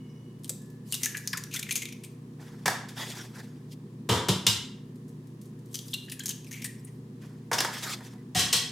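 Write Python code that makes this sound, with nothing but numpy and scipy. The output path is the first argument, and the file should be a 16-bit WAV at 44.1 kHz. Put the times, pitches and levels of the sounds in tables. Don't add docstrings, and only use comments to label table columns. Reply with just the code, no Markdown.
import sys
import numpy as np
from scipy import signal
from scipy.fft import rfft, irfft, next_fast_len
from scipy.io import wavfile
from scipy.ndimage import uniform_filter1d, map_coordinates

SR = 44100
rng = np.random.default_rng(int(sys.argv[2]) if len(sys.argv) > 2 else 0)


def volts_from_decibels(level):
    exponent = np.asarray(level, float) / 20
    return 10 ** exponent


def unload_audio(sound):
    columns = np.transpose(np.atleast_2d(sound))
    steps = np.round(np.clip(columns, -1, 1) * 32767)
    wavfile.write(sys.argv[1], SR, steps.astype(np.int16))


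N = 384111
SPAN = 3 * 2 ** 13
HZ = np.fft.rfftfreq(SPAN, 1 / SR)

# frequency in Hz, time to fall 60 dB in seconds.
KITCHEN_DECAY = [(100, 0.44), (500, 0.43), (1500, 0.56), (4000, 0.46), (8000, 0.39), (14000, 0.29)]
# frequency in Hz, left-right likeness [0-1].
ECHO_ALIKE = [(200, 1), (600, 0.95), (1600, 0.76), (5000, 0.72), (15000, 0.53)]

# frequency in Hz, level in dB rms.
MOTOR_LINES = [(60, -77), (120, -50.5), (150, -50), (249, -57), (469, -65.5)]
# frequency in Hz, level in dB per Hz.
DRONE_COLOUR = [(20, -40.5), (50, -25.5), (86, -19), (108, -15.5), (135, -5), (172, -6.5), (197, 0.5),
                (228, -3), (262, -3), (291, -12.5), (364, -8), (430, -15.5), (480, -19.5), (520, -25),
                (900, -61.5)]
# frequency in Hz, level in dB per Hz.
HISS_COLOUR = [(290, -39), (500, -5.5), (822, -10), (1020, -5.5), (1450, -17), (1790, -12), (2130, -18),
               (3020, -18.5), (3550, -19), (10500, -25), (16500, -34.5)]
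# frequency in Hz, left-right likeness [0-1].
HISS_ALIKE = [(500, 0.17), (1600, 0.041), (5000, 0.093), (15000, 0.66)]
# start in seconds, length in seconds, frequency in Hz, level in dB.
RINGS = [(0, .44, 2930, -64), (0, .36, 2200, -69), (.08, .14, 5150, -69), (.07, .25, 5850, -71),
         (.6, .3, 1720, -65), (3.52, .13, 4800, -74), (8.112, .03, 5300, -63), (8.172, .055, 1980, -60),
         (8.14, .05, 740, -59), (6.15, .28, 1720, -60), (5.945, .17, 2820, -49), (3.385, .07, 4300, -66),
         (1.336, .08, 1030, -50)]

# start in seconds, peak in dB, hollow ring in dB, crumble in seconds.
SNAPS = [(0.4447, -27, -42.5, 0.043), (0.4936, -14, -48, 0.042), (0.9234, -14, -32.5, 0.05),
         (0.941, -15, -40, 0.054), (1.0318, -9.5, -32, 0.12), (1.0587, -6.5, -39, 0.013),
         (1.061, -18, -27, 0.08), (1.1459, -42, -28, 0.088), (1.1699, -19.5, -37, 0.045),
         (1.2744, -13, -46, 0.028), (1.3304, -21, -26.5, .047), (1.372, -20, -34.5, 0.053),
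         (1.4374, -25.5, -54, 0.023), (1.6276, -22, -32.5, 0.046), (1.6893, -29, -30, 0.051),
         (1.709, -16.5, -27.5, 0.061), (1.7551, -16, -31, 0.082), (1.8193, -25.5, -33, .058),
         (1.855, -23.5, -32.5, .028), (5.7424, -16, -32, 0.14), (5.7887, -28, -34.5, 0.032),
         (5.881, -32, -59, .041), (5.9387, -19, -36, 0.03), (6.097, -31, -44, 0.047),
         (6.2348, -29, -48, .059), (6.2576, -20.5, -44, 0.058), (6.281, -21, -39, .044),
         (6.4446, -39, -52, 0.037), (6.4672, -44, -51, 0.038), (6.5265, -29, -42, 0.11)]
# start in seconds, peak in dB, hollow ring in dB, crumble in seconds.
CRUSHES = [(0.8774, -47, -75, .15), (1.51, -40, -44, 0.057), (1.5235, -29, -36, 0.18),
           (1.537, -22, -40, 0.074), (1.56, -21, -34.5, 0.04), (1.591, -18, -40, .03),
           (1.6654, -46, -40, 0.015), (1.722, -20.5, -38, .021), (1.884, -36, -44, 0.033),
           (1.9228, -36, -43, 0.028), (2.034, -29.5, -44, 0.087), (6.082, -48, -49, 0.044),
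           (6.115, -26, -38, 0.074), (6.1926, -24.5, -43, 0.028), (6.205, -43, -41, 0.034),
           (6.2897, -17, -46, .04), (6.3035, -23, -36, 0.047), (6.5102, -32, -44, 0.046),
           (6.535, -41, -41, 0.6), (6.6175, -27.5, -38, 0.075), (6.6425, -19, -40, 0.049),
           (6.658, -25, -48, .032), (6.8694, -49, -55, 0.083)]
# start in seconds, hollow half shell in Hz, flake in Hz.
BREAK_PITCHES = [(0.4447, 3070, 8730), (0.4936, 2970, 7780), (0.8774, 1740, 9180), (0.9234, 3030, 9300),
                 (0.941, 2680, 3680), (1.0318, 1960, 6060), (1.059, 1730, 6580), (1.1459, 1720, 5900),
                 (1.1699, 1920, 6840), (1.2744, 1710, 6520), (1.3304, 1690, 3480), (1.372, 1770, 6600),
                 (1.4374, 2470, 5900), (1.5235, 2550, 6350), (1.537, 2340, 6230), (1.56, 2010, 3460),
                 (1.5911, 3070, 7040), (1.6276, 2320, 3640), (1.6654, 2030, 7530), (1.6903, 2000, 6570),
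                 (1.709, 2320, 6490), (1.722, 2380, 9890), (1.7551, 2330, 6520), (1.8193, 2150, 6450),
                 (1.855, 2330, 3550), (1.884, 2310, 5960), (1.9228, 2360, 5780), (2.036, 2360, 8660),
                 (5.7424, 3080, 6020), (5.7887, 3220, 7010), (5.881, 3090, 4940), (5.9387, 2800, 3700),
                 (6.082, 2820, 3810), (6.097, 2820, 4930), (6.115, 2630, 10400), (6.1926, 1580, 6550),
                 (6.205, 3250, 3310), (6.2348, 1700, 7560), (6.2576, 3110, 6370), (6.281, 3110, 6400),
                 (6.2895, 3130, 6460), (6.3037, 2860, 6340), (6.4446, 2590, 6130), (6.4672, 2330, 8410),
                 (6.5104, 1870, 6470), (6.5265, 2160, 6050), (6.5676, 2930, 3330), (6.6172, 2250, 5600),
                 (6.6425, 1880, 8950), (6.6582, 2220, 8630), (6.8694, 1980, 6400)]
# start in seconds, peak in dB.
TICKS = [(0.391, -55), (0.4334, -41), (0.6174, -43), (0.6574, -48.5), (0.7003, -45), (1.235, -55),
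         (4.9561, -50), (5.0799, -49), (5.0898, -47), (5.2704, -47.5), (5.414, -43.5), (5.455, -47),
         (5.5892, -51.5), (5.6568, -43.5), (5.713, -46), (6.9404, -61.5), (.477, -41), (5.728, -38)]
# start in seconds, peak in dB, frequency in Hz, width in Hz.
POPS = [(.5, -42.5, 513, 80), (.93, -26, 2840, 120), (1.332, -33.5, 1083, 121), (1.345, -33, 1360, 200),
        (5.932, -24, 3500, 450), (5.94, -28, 2806, 70), (6.2, -41.5, 1640, 121.5), (6.12, -40, 1900, 250),
        (6.646, -31, 1892, 170), (1.036, -26, 6200, 600), (1.274, -23, 5400, 1200),
        (1.33, -25.5, 5060, 600), (1.33, -33, 3500, 600), (1.535, -37, 2390, 250), (1.54, -36, 4300, 600),
        (1.562, -33, 3420, 250), (1.59, -35.5, 1750, 300), (1.545, -38.5, 1490, 250),
        (1.855, -39, 3530, 250), (5.94, -26, 3950, 350), (6.08, -43, 1750, 200), (6.203, -32.5, 3220, 200),
        (6.203, -40, 4100, 250), (6.255, -45, 1770, 250), (6.292, -36.5, 3120, 150),
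        (6.305, -42, 3500, 180), (6.3, -49, 4430, 300), (6.3, -42, 1730, 250), (6.846, -37, 9250, 1500),
        (2.662, -25.5, 2300, 200), (2.679, -20.5, 750, 160), (7.528, -23, 5300, 700),
        (7.536, -22, 6300, 900), (7.583, -22.5, 2800, 350), (7.585, -17.5, 5300, 700)]
# frequency in Hz, level in dB per Hz.
SHELL_COLOUR = [(410, -50), (700, -19), (1200, -18), (3000, -11), (3850, -6), (6370, -2.5), (12200, -3.5),
                (15400, -10), (16500, -47)]

# time in seconds, pressure in dB.
PRISING = [
    [(.85, -61), (.93, -43), (1.1, -40.5), (1.21, -45), (1.4, -60), (1.72, -49), (1.77, -53), (1.9, -66),
     (2.15, -61)],
    [(5.6, -90), (5.72, -56), (5.91, -44.5), (5.96, -50), (6.16, -63), (6.32, -74), (6.5, -50), (6.57, -48),
     (7, -69.5)],
]
# time in seconds, pitch in Hz.
CAVITY_PITCH = [
    [(.93, 2980), (1.06, 1830), (1.15, 1710), (1.37, 1790), (1.44, 1410), (1.55, 2426), (1.63, 2310),
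     (1.69, 2010), (1.76, 2284)],
    [(5.74, 3350), (5.94, 3460), (6.08, 2780), (6.13, 3350), (6.3, 3150), (6.46, 2400), (6.51, 2030),
     (6.57, 2510), (6.65, 1950)],
]
# start in seconds, hold in seconds, fade in seconds per 20 dB,
# level in dB, dull over bright in dB.
RUBS = [(2.406, 0.02, 0.17, -56.5, 4.5), (2.47, 0.0084, 1.5, -65.5, -1), (2.973, 0.068, 0.15, -41.5, -2.5),
        (3.078, 0.039, 0.16, -50.5, -5.5), (3.172, 0.039, 0.11, -50.5, -3), (3.35, 0.0082, 0.12, -53, 1.5),
        (3.391, 0.012, 0.01, -53, 0), (3.429, .01, 0.44, -66.5, 2), (3.719, 0.016, 0.02, -51, -25),
        (7.221, .005, 0.26, -59.5, 1), (7.638, .005, 0.12, -53.5, 15), (7.731, 0.062, 0.06, -41.5, -10),
        (7.831, 0.11, .03, -39.5, -3.5), (7.97, .02, 0.27, -57, 3), (8.053, .005, 0.06, -54.5, -6),
        (8.136, 0.0047, 0, -56.5, -8)]

# start in seconds, peak in dB, bright part in dB, crumble in seconds.
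DROPS = [
    (2.6571, -11, -4, 0.047),
    (2.678, -10.5, -9.5, 0.033),
    (2.885, -48, 8.5, 0.073),
    (7.514, -9.5, -12.5, 0.062),
    (7.528, -20, -1, 0.089),
    (7.581, -21, -1.5, 0.051),
    (7.603, -16.5, 0.5, 0.028),
    (7.646, -15, -9.5, 0.037),
    (8.004, -36, -14, 0.041),
    (8.131, -49, -8, 0.048),
]
# frequency in Hz, width in Hz, level in dB.
CUPS = [
    (1690, 380, -8.5),
    (944, 200, 1.5),
]
# frequency in Hz, level in dB per Hz.
PULP_COLOUR = [(150, -57), (250, -1.5), (628, -2.5), (749, 0), (1080, -0.5), (1160, -3.5), (1720, 1.5),
               (2160, -6.5), (2600, -11.5), (3380, -19), (7000, -45)]
# frequency in Hz, level in dB per Hz.
FIBRE_COLOUR = [(1180, -36.5), (2000, -5), (2770, -7.5), (3480, -2.5), (4090, -7.5), (4920, -4),
                (13300, -15), (16100, -24), (16500, -53)]
# start in seconds, length in seconds, peak in dB,
# frequency in Hz, width in Hz.
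CHAFES = [(2.972, .09, -34.5, 3480, 350), (2.985, .065, -35, 1950, 130), (2.99, .07, -42.5, 7080, 150),
          (3.07, .07, -40, 3480, 250), (3.07, .055, -43.5, 6850, 350), (3.08, .06, -48, 1920, 250),
          (3.163, .07, -42.5, 5650, 180), (3.168, .065, -45, 3370, 300), (3.168, .065, -43, 1650, 300),
          (3.385, .035, -43, 1650, 200), (7.725, .055, -35, 1900, 300), (7.735, .045, -38, 3200, 298),
          (7.735, .045, -38, 5300, 300), (7.82, .03, -37, 3830, 200), (7.87, .085, -34.5, 4250, 700),
          (7.905, .048, -34.5, 3400, 250), (7.85, .1, -34, 1280, 200), (7.905, .045, -36, 7100, 900)]

# start in seconds, peak in dB, bowl body in dB, rattle in seconds, rise in seconds.
KNOCKS = [
    (4.0892, -7.5, -14.5, 0.062, 0.0021),
    (4.2842, -9, -20, 0.045, 0.003),
    (4.466, -4, -32.5, 0.019, 0.0011),
    (8.3482, -8, -21.5, 0.2, 0.00027),
    (8.39, -13.5, -30, .06, .006),
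    (8.526, -7.5, -29, 0.059, 0.0044),
    (8.563, -15.5, -31, 0.042, .004),
]
# frequency in Hz, level in dB per Hz.
RIM_COLOUR = [(760, -55.5), (1300, -14), (1900, -10.5), (2450, -12), (3000, -2.5), (4000, -3.5), (5000, -5),
              (7000, -5), (15200, -18), (16000, -38.5), (16500, -57)]
# frequency in Hz, level in dB per Hz.
BOWL_COLOUR = [(160, -26.5), (280, -4), (389, -4.5), (466, -3.5), (630, -11.5), (852, -13.5), (961, -7),
               (1050, -10), (1490, -18.5), (2200, -24), (2860, -27), (4840, -120)]
# frequency in Hz, width in Hz, level in dB.
RIM_SPOTS = [
    [(940, 60, -7), (1730, 90, -19.5)],
    [(1095, 36, 13.5), (1830, 210, 27)],
]
# frequency in Hz, width in Hz, level in dB.
RIM_MODES = [
    [(2800, 46, 6), (3170, 90, 11), (3500, 55, 4.5), (3720, 50, 9), (4010, 80, 0.0), (4770, 80, 8),
     (5330, 45, 5), (7105, 69, 7.5)],
    [(1947, 40, 7.5), (3285, 70, 10), (2690, 63, 3.5), (4060, 66, 9), (5300, 120, 3), (5960, 71, 8.5),
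     (8200, 70, 5)],
]
# start in seconds, peak in dB, frequency in Hz, width in Hz.
RIM_RING = [(4.093, -19, 3120, 360), (4.288, -28, 2800, 140), (4.288, -32, 3840, 100),
            (4.468, -15, 3170, 120), (4.468, -26, 3900, 250), (4.47, -21, 5050, 253),
            (4.47, -28.5, 1020, 200), (4.47, -35.5, 2110, 300), (8.352, -29.5, 3285, 60),
            (8.352, -27, 734, 17), (8.528, -23, 3280, 70), (8.53, -23, 4300, 250), (8.53, -40, 735, 22)]
# start in seconds, peak in dB, push in seconds.
THUMPS = [
    (1.33, -35, 0.0088),
    (2.66, -32.5, 0.0092),
    (4.095, -19, 0.013),
    (4.29, -17, 0.009),
    (4.472, -23.5, 0.0128),
    (7.52, -38, 0.0096),
    (8.353, -26, 0.014),
    (8.532, -35, 0.0099),
]
# frequency in Hz, width in Hz, level in dB.
COUNTER_MODES = [(84.2, 6.2, -5.5), (110, 11, 2.5), (187.5, 21.4, 12.5), (228, 25, -0.5), (290, 30, -4),
                 (365, 30, -16)]


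def unit(x):
    return x / np.sqrt(np.mean(x ** 2) + 1e-20)


def along(points, hz):
    f, v = np.transpose(points)
    return np.interp(np.log(hz + 1), np.log(f + 1), v)


def modes(table, f):
    total = 0
    for k, (centre, width, db) in enumerate(table):
        damping = 1j * f * width
        total = total + (-1) ** k * volts_from_decibels(db) * damping / (centre * centre - f * f + damping + 1e-9)
    return total


def causal(points):
    cepstrum = irfft(np.log(volts_from_decibels(along(points, HZ)) + 1e-5))
    cepstrum[1:SPAN // 2] *= 2
    cepstrum[SPAN // 2 + 1:] = 0
    return np.exp(rfft(cepstrum))


def stereo(pair, spectrum, alike):
    size = next_fast_len(pair.shape[-1])
    hz = np.fft.rfftfreq(size, 1 / SR)
    turn = np.arccos(np.clip(along(alike, hz), -1, 1)) / 2
    coloured = rfft(pair, size) * volts_from_decibels(along(spectrum, hz))
    mid, side = irfft(coloured * [np.cos(turn), np.sin(turn)], size)
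    return np.array([mid + side, mid - side])


def wobble(rate):
    at = np.arange(0, N + 32, 32)
    knots = rng.standard_normal(int(N * rate / SR) + 4)
    return np.interp(np.arange(N), at, map_coordinates(knots, [at * rate / SR]))


def narrow(hz, width_hz):
    slow = rng.standard_normal((2, N)) + 1j * rng.standard_normal((2, N))
    slow = signal.lfilter([1], [1, -np.exp(-np.pi * width_hz / SR)], slow)
    mid, side = np.real(slow * np.exp(2j * np.pi * np.cumsum(hz + np.zeros(N)) / SR))
    return unit(np.array([mid + 0.73 * side, mid - 0.63 * side]))


def echo():
    hz, t, z = signal.stft(rng.standard_normal((2, SR // 2)), SR, nperseg=256)
    decay = volts_from_decibels(-60 * t / along(KITCHEN_DECAY, hz)[:, None])
    tail = signal.istft(z * decay, SR, nperseg=256)[1]
    tail = stereo(tail, [(20, 0), (20000, 0)], ECHO_ALIKE)
    first_wall = round(.004 * SR)
    return rfft(np.pad(tail / np.linalg.norm(tail[0]), ((0, 0), (first_wall, 0))), SPAN)


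def even(x, shape):
    z = rfft(x)
    flat = irfft(z / (np.abs(z) + .1 * np.abs(z).mean()))
    return shape * flat / np.sqrt(np.abs(uniform_filter1d(flat ** 2, size=10)) + 1e-20)


def crumble(last, spiky_db, rise, lead=0):
    t = np.arange(SPAN // 4) / SR
    sizes = volts_from_decibels(spiky_db * rng.exponential(size=len(t))) * (1 + lead * np.exp(-t / 0.00026))
    shape = sizes * volts_from_decibels(-60 * t / max(last, .002)) * (1 - np.exp(-t / max(rise, 1e-4)))
    return even(rng.standard_normal(len(t)) * shape, shape)


def peaked(force, response, db):
    x = irfft(rfft(force, SPAN) * response)
    return volts_from_decibels(db) * x / np.abs(x).max()


def add(out, s, dry, pan_db, wet, duck_db=0):
    direct = dry * volts_from_decibels([[pan_db / 2], [-pan_db / 2]])
    walls = irfft(rfft(dry) * wet) * volts_from_decibels([[0.15 * pan_db], [-.2 * pan_db]])
    gain = volts_from_decibels(-duck_db * np.exp(-np.arange(SPAN) / (0.035 * SR)))
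    out[:, round(s * SR):][:, :SPAN] += (direct + walls) * gain


def alone(table):
    return np.diff(np.transpose(table)[0], prepend=0) > 1


def fridge():
    t, shape = np.arange(N) / SR, (2, next_fast_len(N))
    lines = 0
    for hz, db in MOTOR_LINES:
        level = np.sqrt(2) * volts_from_decibels(db + 1.1 * wobble(2.4))
        lines = lines + level * np.sin(2 * np.pi * hz * t + 0.75 * wobble(2.51))
    drone_alike = [(150, .999), (300, 0.98), (600, 0.81)]  # Hz, left-right likeness
    drone = stereo(rng.standard_normal(shape), DRONE_COLOUR, drone_alike)[:, :N]
    hiss = stereo(rng.standard_normal(shape), HISS_COLOUR, HISS_ALIKE)[:, :N]
    drone_gain = volts_from_decibels(-47.5 + 0.81 * wobble(1.655))
    hiss_gain = volts_from_decibels(-63.5 + 0.23 * wobble(0.54))
    return lines + drone_gain * unit(drone) + hiss_gain * unit(hiss)


def rings():
    out, waver = np.zeros((2, N)), .8 + .45 * narrow(0, width_hz=90)
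    for s, last, hz, db in RINGS:
        t, start = np.arange(round(last * SR)) / SR, round(s * SR)
        swell = np.minimum(1, (s == 0) + t / .012)
        tone = volts_from_decibels(db) * np.sqrt(1 - t / last) * swell * np.sin(2 * np.pi * hz * t)
        out[:, start:][:, :len(t)] += tone * waver[:, start:][:, :len(t)]
    return out


def snaps(echoes):
    out, bright = np.zeros((2, N + SPAN)), causal(SHELL_COLOUR)
    for k, (s, db, ring_db, last) in enumerate(SNAPS + CRUSHES):
        sharp = k < len(SNAPS)
        _, ring_hz, flake_hz = min(BREAK_PITCHES, key=lambda row: abs(row[0] - s))
        flake = bright * (1 + modes([(flake_hz, 0.082 * flake_hz, 7.0)], HZ))
        if sharp:
            lead = 2.2 * (0.031 / last) ** 2
            force = crumble(last, spiky_db=3.0, rise=0.00018, lead=lead)
        else:
            force = crumble(last, spiky_db=2.5, rise=0.0044)
        ring_width = (.08 if sharp else .12) * ring_hz
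        ring = modes([(ring_hz, ring_width, 0), (1.5 * ring_hz, 0.49 * ring_hz, -15)], HZ)
        ring = ring * HZ ** 2 / ((.75 * ring_hz) ** 2 - HZ ** 2 + 1j * HZ * ring_hz)
        dry = peaked(force, flake, db + 0.16) + peaked(force, ring, ring_db + 3.5)
        add(out, s, dry, 2.6, volts_from_decibels(-8.5) * echoes[k % len(echoes)])
    hairline_cracks(out, bright, echoes)
    resonant_pops(out, echoes)
    return out[:, :N]


def hairline_cracks(out, bright, echoes):
    for k, (s, db) in enumerate(TICKS):
        tick = peaked(crumble(0.044, spiky_db=2.0, rise=0.00087), bright, db - 2.5)
        add(out, s, tick, 2.2, volts_from_decibels(-2.5) * echoes[k % len(echoes)])


def resonant_pops(out, echoes):
    for k, (s, db, hz, width_hz) in enumerate(POPS):
        force = crumble(0.032, spiky_db=1.5, rise=0.0023)
        pop = peaked(force, modes([(hz, 1.5 * width_hz, 0)], HZ) ** 2, db)
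        add(out, s, pop, 1.5, volts_from_decibels(-7.5) * echoes[-k % len(echoes)])


def track(spans, rest):
    t, value = np.arange(N) / SR, np.full(N, float(rest))
    for s, level in map(np.transpose, spans):
        inside = (t >= s[0]) & (t <= s[-1])
        value[inside] = np.interp(t[inside], s, level)
    return value


def grains(spectrum, spiky_db, clump_db, alike):
    raw = rng.standard_normal((2, N)) * volts_from_decibels(spiky_db * rng.exponential(size=N))
    z = signal.stft(raw, nperseg=256)[2]
    field = uniform_filter1d(rng.standard_normal(z.shape[1:]), size=4, axis=0)
    field = uniform_filter1d(field, size=7, axis=1)
    raw = signal.istft(z * volts_from_decibels(clump_db * unit(field)), nperseg=256)[1]
    return unit(stereo(raw, spectrum, [(1000, alike)])[:, :N] * volts_from_decibels(1.9 * wobble(70)))


def cavity_hz(s):
    return np.interp(s, *np.concatenate(CAVITY_PITCH).T)


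def strokes():
    bright, dull = np.zeros((2, N))
    rise_s = 0.019
    for s, hold, fade, db, dull_db in RUBS:
        start = round(s * SR) - SR // 10
        t = np.arange(start, min(start + SR, N)) / SR - s
        slope = np.minimum(t / rise_s, (hold - t) / fade)
        gain = volts_from_decibels(db + 20 * np.minimum(0, slope))
        bright[start:start + SR] += gain
        dull[start:start + SR] += gain * volts_from_decibels(dull_db)
    return bright, dull


def rubbing():
    bright, dull = strokes()
    dull = dull * grains(PULP_COLOUR, spiky_db=1.5, clump_db=3.5, alike=0.89)
    bright = bright * grains(FIBRE_COLOUR, spiky_db=1.5, clump_db=2.0, alike=0.86)
    edges = grains(SHELL_COLOUR, spiky_db=3, clump_db=4.5, alike=.7)
    cavity = narrow(cavity_hz(np.arange(N) / SR), width_hz=330) * volts_from_decibels(3.5 * wobble(70))
    pressure = volts_from_decibels(track(PRISING, rest=-200) - 7.5)
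    return dull + bright + pressure * (edges + volts_from_decibels(-8) * cavity)


def drops(echoes):
    out, dull, bright = np.zeros((2, N + SPAN)), causal(PULP_COLOUR), causal(FIBRE_COLOUR)
    for k, ((s, db, bright_db, last), first) in enumerate(zip(DROPS, alone(DROPS))):
        rise, dip_db = (0.0011, 3.5) if first else (0.0031, -1)
        force = crumble(last, spiky_db=2.0, rise=rise)
        cup = dull * (1 + modes([CUPS[int(s > 6)]], HZ))
        dry = peaked(force, cup, db - 3.0) + peaked(force, bright, db + bright_db + 2.5)
        add(out, s, dry, -.3, volts_from_decibels(-3.0) * echoes[-k], dip_db)
    return out[:, :N]


def chafes(echoes):
    out = np.zeros((2, N + SPAN))
    for k, (s, last, db, hz, width_hz) in enumerate(CHAFES):
        force = rng.standard_normal(SR // 8)[:round(last * SR)]
        force = force * signal.windows.tukey(len(force), .4)
        chafe = peaked(force, modes([(hz, 1.55 * width_hz, 0)], HZ) ** 2, db)
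        add(out, s, chafe, -.2, volts_from_decibels(-12) * echoes[-k % len(echoes)])
    return out[:, :N]


def knocks(echoes):
    out, rim, bowl = np.zeros((2, N + SPAN)), causal(RIM_COLOUR), causal(BOWL_COLOUR)
    for k, ((s, db, body_db, last, rise), first) in enumerate(zip(KNOCKS, alone(KNOCKS))):
        egg = int(s > 6)
        force = crumble(last, spiky_db=0.0, rise=rise)
        crack = peaked(force, rim * (1 + modes(RIM_MODES[egg], HZ)), db - 3)
        boom = peaked(force, bowl * (1 + modes(RIM_SPOTS[egg], HZ)), db + body_db + 10.5)
        dip_db = 11 if first else -0.5
        add(out, s, crack + boom, 1.6, volts_from_decibels(1.0) * echoes[-1 - k], dip_db)
    for k, (s, db, hz, width_hz) in enumerate(RIM_RING):
        ring = peaked(crumble(0.059, spiky_db=-0.5, rise=0.0016), modes([(hz, width_hz, 0)], HZ), db)
        add(out, s, ring, 1.2, volts_from_decibels(-0.8) * echoes[-k])
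    counter_thumps(out, echoes)
    return out[:, :N]


def counter_thumps(out, echoes):
    mic_bass_cut = (1j * HZ / (95 + 1j * HZ)) ** 4
    slab = modes(COUNTER_MODES, HZ) * mic_bass_cut
    for k, (s, db, push) in enumerate(THUMPS):
        add(out, s, peaked(signal.windows.hann(round(push * SR)), slab, db), 0, volts_from_decibels(-5) * echoes[-k])


def scene():
    echoes = [echo() for _ in range(13)]
    steady = fridge() + rings()
    shells = snaps(echoes) + rubbing()
    carton = drops(echoes) + chafes(echoes)
    return steady + shells + carton + knocks(echoes)


def top_cut(x):
    return signal.sosfilt(signal.butter(12, 16990, fs=SR, output="sos"), x)


def record(dry):
    top_hz = 16990
    size = next_fast_len(N)
    passed = np.fft.rfftfreq(size, 1 / SR) < top_hz
    mix = irfft(rfft(dry, size) * passed, size)[:, :N]
    return top_cut(mix)


dry = scene()
out = record(dry)
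unload_audio(out)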